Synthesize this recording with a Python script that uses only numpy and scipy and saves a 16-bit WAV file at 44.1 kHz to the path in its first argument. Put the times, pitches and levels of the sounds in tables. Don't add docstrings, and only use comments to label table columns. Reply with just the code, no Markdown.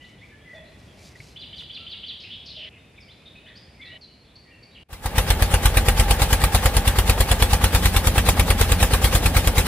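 import sys
import numpy as np
from scipy import signal
from scipy.fft import rfft, irfft
from scipy.io import wavfile
from scipy.ndimage import uniform_filter1d

SR = 44100
rng = np.random.default_rng(int(sys.argv[2]) if len(sys.argv) > 2 else 0)


def digitize_waveform(pressure):
    field = np.atleast_2d(pressure).T
    bounded = np.clip(field, -1, 1)
    quanta = np.round(bounded * 32767).astype(np.int16)
    wavfile.write(sys.argv[1], SR, quanta)


N = 426445
TIME_S, FREQ_HZ = np.arange(N) / SR, np.fft.rfftfreq(N, 1 / SR)


def amp(db):
    return 10 ** (np.asarray(db) / 20)


def unit_rms(x):
    return x / np.sqrt(np.mean(x ** 2) + 1e-20)


def over_freq(table, column=1):
    rows = np.array(table, float)
    return np.interp(np.log(FREQ_HZ + 1), np.log(rows[:, 0] + 1), rows[:, column])


def over_time(table, column=1):
    rows = np.array(table, float)
    return np.interp(TIME_S, rows[:, 0], rows[:, column])


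def add(mix, start_s, sound):
    part = mix[max(round(start_s * SR), 0):][:len(sound)]
    part += sound[:len(part)]


def wander(count, hz):
    lowpass = np.exp(-(np.fft.rfftfreq(count, 1 / SR) / hz) ** 2)
    return unit_rms(irfft(rfft(rng.standard_normal(count)) * lowpass, count))


def resonances(modes):
    return sum(amp(db) * 1j * FREQ_HZ * width / (hz ** 2 - FREQ_HZ ** 2 + 1j * FREQ_HZ * width)
               for hz, width, db in modes)


def grit(spread_db):
    return np.array([unit_rms(rng.standard_normal(N) * amp(spread_db * wander(N, 2100)))
                     for _ in range(2)])


# frequency in Hz, relative density in dB.
AIR_SPECTRUM = [(20, -30), (35, -13), (60, 3.5), (98, 2), (200, -2), (350, -8), (580, -11), (1150, -20),
                (1500, -21), (2400, -15.5), (3200, -22), (4750, -28.5), (6500, -34), (11000, -35.5),
                (13000, -47)]
# frequency in Hz, side against middle in dB.
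AIR_WIDTH = [(60, -26.5), (300, -13), (700, -6), (1400, -2), (2500, -9), (5000, -1), (12000, -0.5)]
# time in seconds, level in dB.
AIR_LEVEL = [(0, -52), (1, -49), (1.8, -51), (2.6, -52), (3.95, -51.5), (4.02, -54.5), (4.83, -52)]
def air():
    mid, side = rfft(rng.standard_normal((2, N))) * amp(over_freq(AIR_SPECTRUM))
    noise = unit_rms(irfft(mid + amp(over_freq(AIR_WIDTH)) * np.array([side, -side]), N))
    rumble = signal.sosfiltfilt(signal.butter(2, 250, fs=SR, output="sos"), noise)
    waver = amp(1.2 * wander(N, 21)) - 1
    return (noise + rumble * waver) * amp(over_time(AIR_LEVEL))


# frequency in Hz, relative density in dB.
RUB_SPECTRUM = [(1000, -21), (2500, 0), (4800, 8.5), (6400, 3.5), (9000, -3.5), (12000, -7), (15000, -26)]
# middle in seconds, length in seconds, level in dB.
RUBS = [(.07, .18, -65), (.26, .16, -68), (.55, .16, -66), (.86, 0.47, -64), (1.053, 0.17, -55),
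        (1.244, 0.31, -57), (1.6, .1, -59)]
# start in seconds, pitch in Hz, width in Hz, level in dB, decay in seconds.
SLIPS = [(1.153, 1940, 220, -42, 0.0083), (1.202, 2130, 300, -35.5, 0.0037), (1.622, 1600, 2500, -42, .002),
         (3.222, 1200, 2500, -53, .003)]
def belt(bump_s=1.2, bump_hz=135, bump_decay_s=.016, bump_db=-41):
    friction = irfft(rfft(grit(spread_db=3.5)[0]) * amp(over_freq(RUB_SPECTRUM)), N)
    pressure = sum(amp(db) * np.cos(np.pi * np.clip((TIME_S - middle_s) / length_s, -.5, .5))
                   for middle_s, length_s, db in RUBS)
    out = unit_rms(friction * amp(1.5 * wander(N, 40))) * pressure
    t = np.arange(SR // 10) / SR
    for start_s, hz, width_hz, db, decay_s in SLIPS:
        ring = signal.iirpeak(hz, hz / width_hz, fs=SR)
        burst = rng.standard_normal(len(t)) * np.exp(-t / decay_s)
        slip = signal.lfilter(*ring, signal.lfilter(*ring, burst))
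        add(out, start_s, amp(db) * slip / np.sqrt(np.sum(slip ** 2) / (decay_s * SR / 2)))
    add(out, bump_s, amp(bump_db) * np.sin(2 * np.pi * bump_hz * t) * np.exp(-t / bump_decay_s))
    return out


def syllable(length_s, start_hz, middle_hz, end_hz, db, rough, thin_db_per_khz=2):
    count = int(length_s * SR)
    curve = np.polyfit([0, .5, 1], [start_hz, middle_hz, end_hz], 2)
    hz = np.polyval(curve, np.linspace(0, 1, count))
    rates_hz = 450, 1150 * middle_hz / 3500, 70
    shake, flutter, quaver = (wander(SR // 2, rate)[:count] for rate in rates_hz)
    cycles = np.cumsum(hz * (1 + .1 * rough * shake + .012 * quaver)) / SR
    tone = np.sin(2 * np.pi * cycles) * (1 + .37 * rough ** .2 * flutter)
    thinning = amp(-thin_db_per_khz * np.clip((hz - middle_hz) / 1000, 0, 2))
    return amp(db) * unit_rms(tone * thinning * signal.windows.tukey(count, .55))


def glide(start_s, length_s, start_hz, end_hz, db, rough, arch=.01):
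    return start_s, length_s, start_hz, (start_hz + end_hz) / 2 * (1 + arch), end_hz, db, rough


def twitter(until_s, calls_per_s=8, low_hz=2107, high_hz=4200, length_s=.059):
    notes = []
    for k, (when, pitch, slope, size) in enumerate(rng.random((int(calls_per_s * until_s), 4))):
        start_s = (k + when) / calls_per_s
        hz = low_hz * (high_hz / low_hz) ** pitch
        sweep = .0785 * (2 * slope - 1)
        db = -64 + 2 * (2 * size - 1)
        notes.append(glide(start_s, length_s, hz * (1 - sweep), hz * (1 + sweep), db, rough=.35))
    return notes


# start in seconds, length in seconds, level in dB.
COOS = [(0.526, 0.074, -50), (0.942, 0.048, -60), (2.563, 0.05, -53.5), (3.422, 0.04, -62),
        (3.916, 0.047, -57)]
def coos(hz=565.4, arch=.136):
    return [(start_s, length_s, hz, hz * (1 + arch), hz, db, .34) for start_s, length_s, db in COOS]


# start in seconds, length in seconds, start and end pitch in Hz, level in dB.
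RASPS = [(2.194, 0.059, 5300, 3570, -49.5), (2.226, 0.055, 2600, 2660, -46), (2.29, .074, 2800, 3690, -41),
         (2.447, 0.092, 5090, 3340, -45), (2.529, .155, 3470, 2566, -42.5), (2.635, 0.058, 2390, 1924, -53),
         (2.693, 0.094, 2640, 2600, -56.5), (3.449, 0.083, 1870, 1910, -56.5),
         (4.743, .055, 3090, 2670, -50.5)]
CHIRPS = [(.001, 0.043, 2740, 3070, -53), (.039, .02, 3090, 4630, -56.5), (2.976, .02, 2500, 2300, -50),
          (2.999, .048, 5300, 4360, -57.5), (3.077, 0.059, 2700, 4260, -54.5),
          (3.25, 0.047, 3480, 3740, -50), (3.352, 0.019, 2450, 2610, -50), (3.453, .048, 2650, 4010, -52.5),
          (3.55, 0.04, 4310, 5170, -51), (3.81, 0.031, 3480, 3260, -48.5), (3.845, .051, 4290, 3500, -50.5),
          (4.005, 0.054, 4860, 3820, -50), (4.353, .021, 4030, 4800, -50.5),
          (4.624, .022, 4380, 4650, -52.5)]
WHISTLES = [(.002, 0.051, 1970, 1920, -54), (.206, 0.051, 1850, 2480, -52), (.31, 0.047, 1760, 1680, -55),
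            (.431, 0.18, 2025, 1850, -52), (.538, 0.066, 3530, 3310, -55), (1.772, 0.12, 1280, 1386, -62),
            (3.789, 0.059, 2040, 2380, -49), (3.812, 0.18, 1960, 1885, -52), (3.845, .07, 2460, 2900, -57),
            (3.9, 0.097, 2920, 3020, -48.5), (4.438, .12, 1950, 1790, -61.5),
            (4.505, 0.059, 2820, 2620, -58.5)]
def calls():
    kinds = [(RASPS, .765), (CHIRPS, .28), (WHISTLES, .084)]
    return [glide(*row, rough) for table, rough in kinds for row in table]


# delay in seconds, length in seconds,
# start and end pitch in Hz, relative level in dB, roughness from 0 to 1.
TRILL_FIGURE = [(0, 0.0294, 2793, 3660, 0, 0.28), (0.031, 0.0314, 4410, 4810, -11, 0.06),
                (0.049, .046, 4446, 2500, 0, 0.26)]
def trill(start_s=1.357, period_s=.168, first_db=-42.5, step_db=1.16, count=5, waver=.0153):
    notes = []
    for k, pitch in enumerate(1 + waver * rng.standard_normal(count)):
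        for delay_s, length_s, start_hz, end_hz, db, rough in TRILL_FIGURE:
            notes.append(glide(start_s + k * period_s + delay_s, length_s, start_hz * pitch,
                               end_hz * pitch, first_db + k * step_db + db, rough))
    return notes


def yard_echo(near_t60_s=.49, far_t60_s=1., far_db=7, side_db=-9, gap_s=.007, taps_per_s=2500):
    t = np.arange(SR) / SR
    decay = amp(-60 * t / near_t60_s) + amp(far_db - 60 * t / far_t60_s)
    taps = rng.standard_normal((2, SR)) * (rng.random((2, SR)) < taps_per_s / SR) * (t > gap_s) * decay
    mid, side = taps / np.linalg.norm(taps, axis=1, keepdims=True)
    return mid + amp(side_db) * np.array([side, -side])


SONG_BOUNDS_S = [0, 2.692, 3.978, 4.836]
def birds(cut_s=.0015):
    echo = yard_echo()
    notes = trill() + calls() + coos() + twitter(until_s=SONG_BOUNDS_S[-1])
    out = np.zeros((2, N))
    for begin_s, end_s in zip(SONG_BOUNDS_S, SONG_BOUNDS_S[1:]):
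        song = np.zeros(N)
        for start_s, *shape in notes:
            if begin_s <= start_s < end_s:
                add(song, start_s, syllable(*shape))
        echoes = signal.oaconvolve(song[None], echo, axes=1)[:, :N]
        out += (song + echoes) * np.clip((end_s - TIME_S) / cut_s, 0, 1)
    return out


# time in seconds, strokes per second.
ENGINE_SPEED = [(4.93, 7.748), (5.1, 8.183), (5.6, 8.674), (6.2, 9.12), (7.1, 9.129), (7.7, 9.272),
                (9.0, 9.266), (9.5, 9.333)]
def strokes(first_s=4.9318, full_db=2, cold_db=-21.5, run_up_s=.14):
    times = [first_s]
    while times[-1] < TIME_S[-1]:
        times.append(times[-1] + 1 / np.interp(times[-1], *np.transpose(ENGINE_SPEED)))
    weakness = np.exp(-((np.array(times) - first_s) / run_up_s) ** 2)
    return np.transpose([times, full_db + cold_db * weakness])


def blows(lead_s, rise_s, decay_s, scatter_db, jitter_s):
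    t, out = np.arange(SR // 4) / SR, np.zeros(N)
    shape = (1 - np.exp(-(t / rise_s) ** 2)) * np.exp(-t / decay_s)
    for stroke_s, db in strokes():
        size, shift = rng.standard_normal(2)
        add(out, stroke_s - lead_s + jitter_s * shift, amp(db + scatter_db * size) * shape / shape.max())
    return out


# frequency in Hz, coherence from 0 to 1, left phase lead in radians.
ENGINE_IMAGE = [(90, .97, -.05), (500, .93, 0), (850, .89, .15), (1650, .65, .4), (3700, .36, 1.65),
                (4800, .28, 2.7), (9000, .28, 3.8), (12500, .08, 4.5)]
def radiate(noises, response):
    left, other = rfft(noises) * response / np.sqrt(np.mean(abs(response) ** 2))
    coherence, lead_rad = over_freq(ENGINE_IMAGE), over_freq(ENGINE_IMAGE, 2)
    right = (coherence * left + np.sqrt(1 - coherence ** 2) * other) * np.exp(-1j * lead_rad)
    return irfft(np.array([left, right]), N)


def shimmer(x, depth_db):
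    frames = signal.stft(x, nperseg=1024, noverlap=768)[2]
    field = rng.standard_normal(frames.shape[1:])
    for size, axis in [(7, 0), (7, 1), (3, 0)]:
        field = uniform_filter1d(field, size, axis=axis)
    gain = amp(depth_db * unit_rms(field))
    gain /= np.sqrt(uniform_filter1d(gain ** 2, size=29, axis=1))
    return signal.istft(frames * gain, nperseg=1024, noverlap=768)[1][:, :N]


# time in seconds, hum level in dB, singing level in dB.
LOAD_LEVELS = [(4.89, -75, -61), (5.15, -49, -38.5), (6, -47, -33.5), (7.4, -42, -35.5),
               (7.9, -33.5, -38.5), (9.66, -32.5, -38.5)]
# frequency in Hz, width in Hz, relative gain in dB.
HUM_MODES = [(176.8, 14, 3), (194, 5.8, -3.5), (224, 21, -0.5)]
SING_MODES = [(526, 18, -7), (808, 28, 0.5), (863, 27, -3), (1116, 92, -14.5), (1630, 120, -12)]
def drive_hum():
    hum = rng.standard_normal((2, N)) * amp(over_time(LOAD_LEVELS))
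    singing = rng.standard_normal((2, N)) * amp(over_time(LOAD_LEVELS, 2))
    return radiate(hum, resonances(HUM_MODES)) + radiate(singing, resonances(SING_MODES))


# frequency in Hz, relative density in dB.
CHURN_SPECTRUM = [(20, -14), (40, 11.5), (90, 7), (200, -0.5), (310, -7), (530, -3), (640, -5.5),
                  (830, -12), (1000, -12), (3300, -15.5), (6400, -27.5), (9500, -22.5), (15000, -25)]
def crank():
    churn = grit(spread_db=3) * amp(over_time(strokes()) - 29.5)
    return radiate(churn, amp(over_freq(CHURN_SPECTRUM)))


# frequency in Hz, relative density in dB.
KNOCK_SPECTRUM = [(150, -46), (320, -7), (480, 4), (640, -5), (830, 5), (1050, -3.5), (2500, -1.5),
                  (3700, -3.5), (4600, -9), (6400, -12.5), (8000, -6.5), (10000, -5), (15000, -13)]
RATTLE_SPECTRUM = [(300, -31), (900, -4), (2000, -3.5), (3600, -3.5), (4600, -6), (6400, -9), (9500, -6),
                   (15000, -12)]
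# frequency in Hz, width in Hz, relative gain in dB.
CASING_MODES = [(388, 110, -7), (513.7, 44, 7), (770, 166, 2.5), (867, 28, -10), (1116, 150, -2.5),
                (1564, 71, -1), (1884, 40, -1)]
def clatter():
    knock = blows(lead_s=.0042, rise_s=.0027, decay_s=.0048, scatter_db=.3, jitter_s=.0002)
    tail = blows(lead_s=.00056, rise_s=.0078, decay_s=.0065, scatter_db=.5, jitter_s=.00026)
    valve = blows(lead_s=.032, rise_s=.0047, decay_s=.015, scatter_db=.5, jitter_s=.0028)
    gear = blows(lead_s=.045, rise_s=.051, decay_s=.03, scatter_db=1.5, jitter_s=.0042)
    knocks = grit(spread_db=1.5) * amp(-15) * knock
    rattle = grit(spread_db=.4) * (amp(-29) * tail + amp(-28.5) * gear)
    metal = radiate(knocks, amp(over_freq(KNOCK_SPECTRUM)))
    metal += radiate(rattle, amp(over_freq(RATTLE_SPECTRUM)))
    metal = shimmer(metal, depth_db=4)
    casing_hits = grit(spread_db=.3) * (amp(-27.5) * valve + amp(-26.5) * tail)
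    return metal + radiate(casing_hits, resonances(CASING_MODES))


# frequency in Hz, width in Hz, gain in dB.
PIPE_MODES = [(43.8, 3.1, -3.5), (53.9, 11.5, -2.5), (84.64, 4.2, -4.5), (90.6, 37, -10.5),
              (167.9, 2.2, -7.5), (219.4, 5.7, -5), (277, 18, -6.5)]
def exhaust(lead_s=.00647, puff_s=.0013, leak_hz=24.7, gain_db=4):
    age, puffs = np.arange(SR // 20) / SR / puff_s, np.zeros(N)
    for stroke_s, db in strokes():
        add(puffs, stroke_s - lead_s, amp(db + gain_db) * (age / 2) ** 2 * np.exp(2 - age))
    puffs = signal.lfilter(*signal.butter(1, leak_hz, "high", fs=SR), puffs)
    thump = sum(amp(db) * signal.lfilter(*signal.iirpeak(hz, hz / width_hz, fs=SR), puffs)
                for hz, width_hz, db in PIPE_MODES)
    return thump * amp([[.25], [-.25]])


def engine(start_s=4.885, onset_s=.0065):
    parts = clatter() + crank() + drive_hum()
    lean_db = over_freq([(700, 0), (4500, .12), (9000, .75), (14000, .66)])
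    parts = irfft(rfft(parts) * amp([lean_db, -lean_db]), N)
    return exhaust() + parts * np.clip((TIME_S - start_s) / onset_s, 0, 1)


def scene(drop_s=.0029, floor_gain=.12):
    yard = (air() + belt()) * np.clip((SONG_BOUNDS_S[-1] - TIME_S) / drop_s, floor_gain, 1)
    return yard + birds() + engine()


def record(dry):
    lowpass = signal.firwin(401, 15600, window=("kaiser", 9), fs=SR)
    return signal.oaconvolve(np.clip(dry, -1, 1), lowpass[None], "same")


dry = scene()
out = record(dry)
digitize_waveform(out)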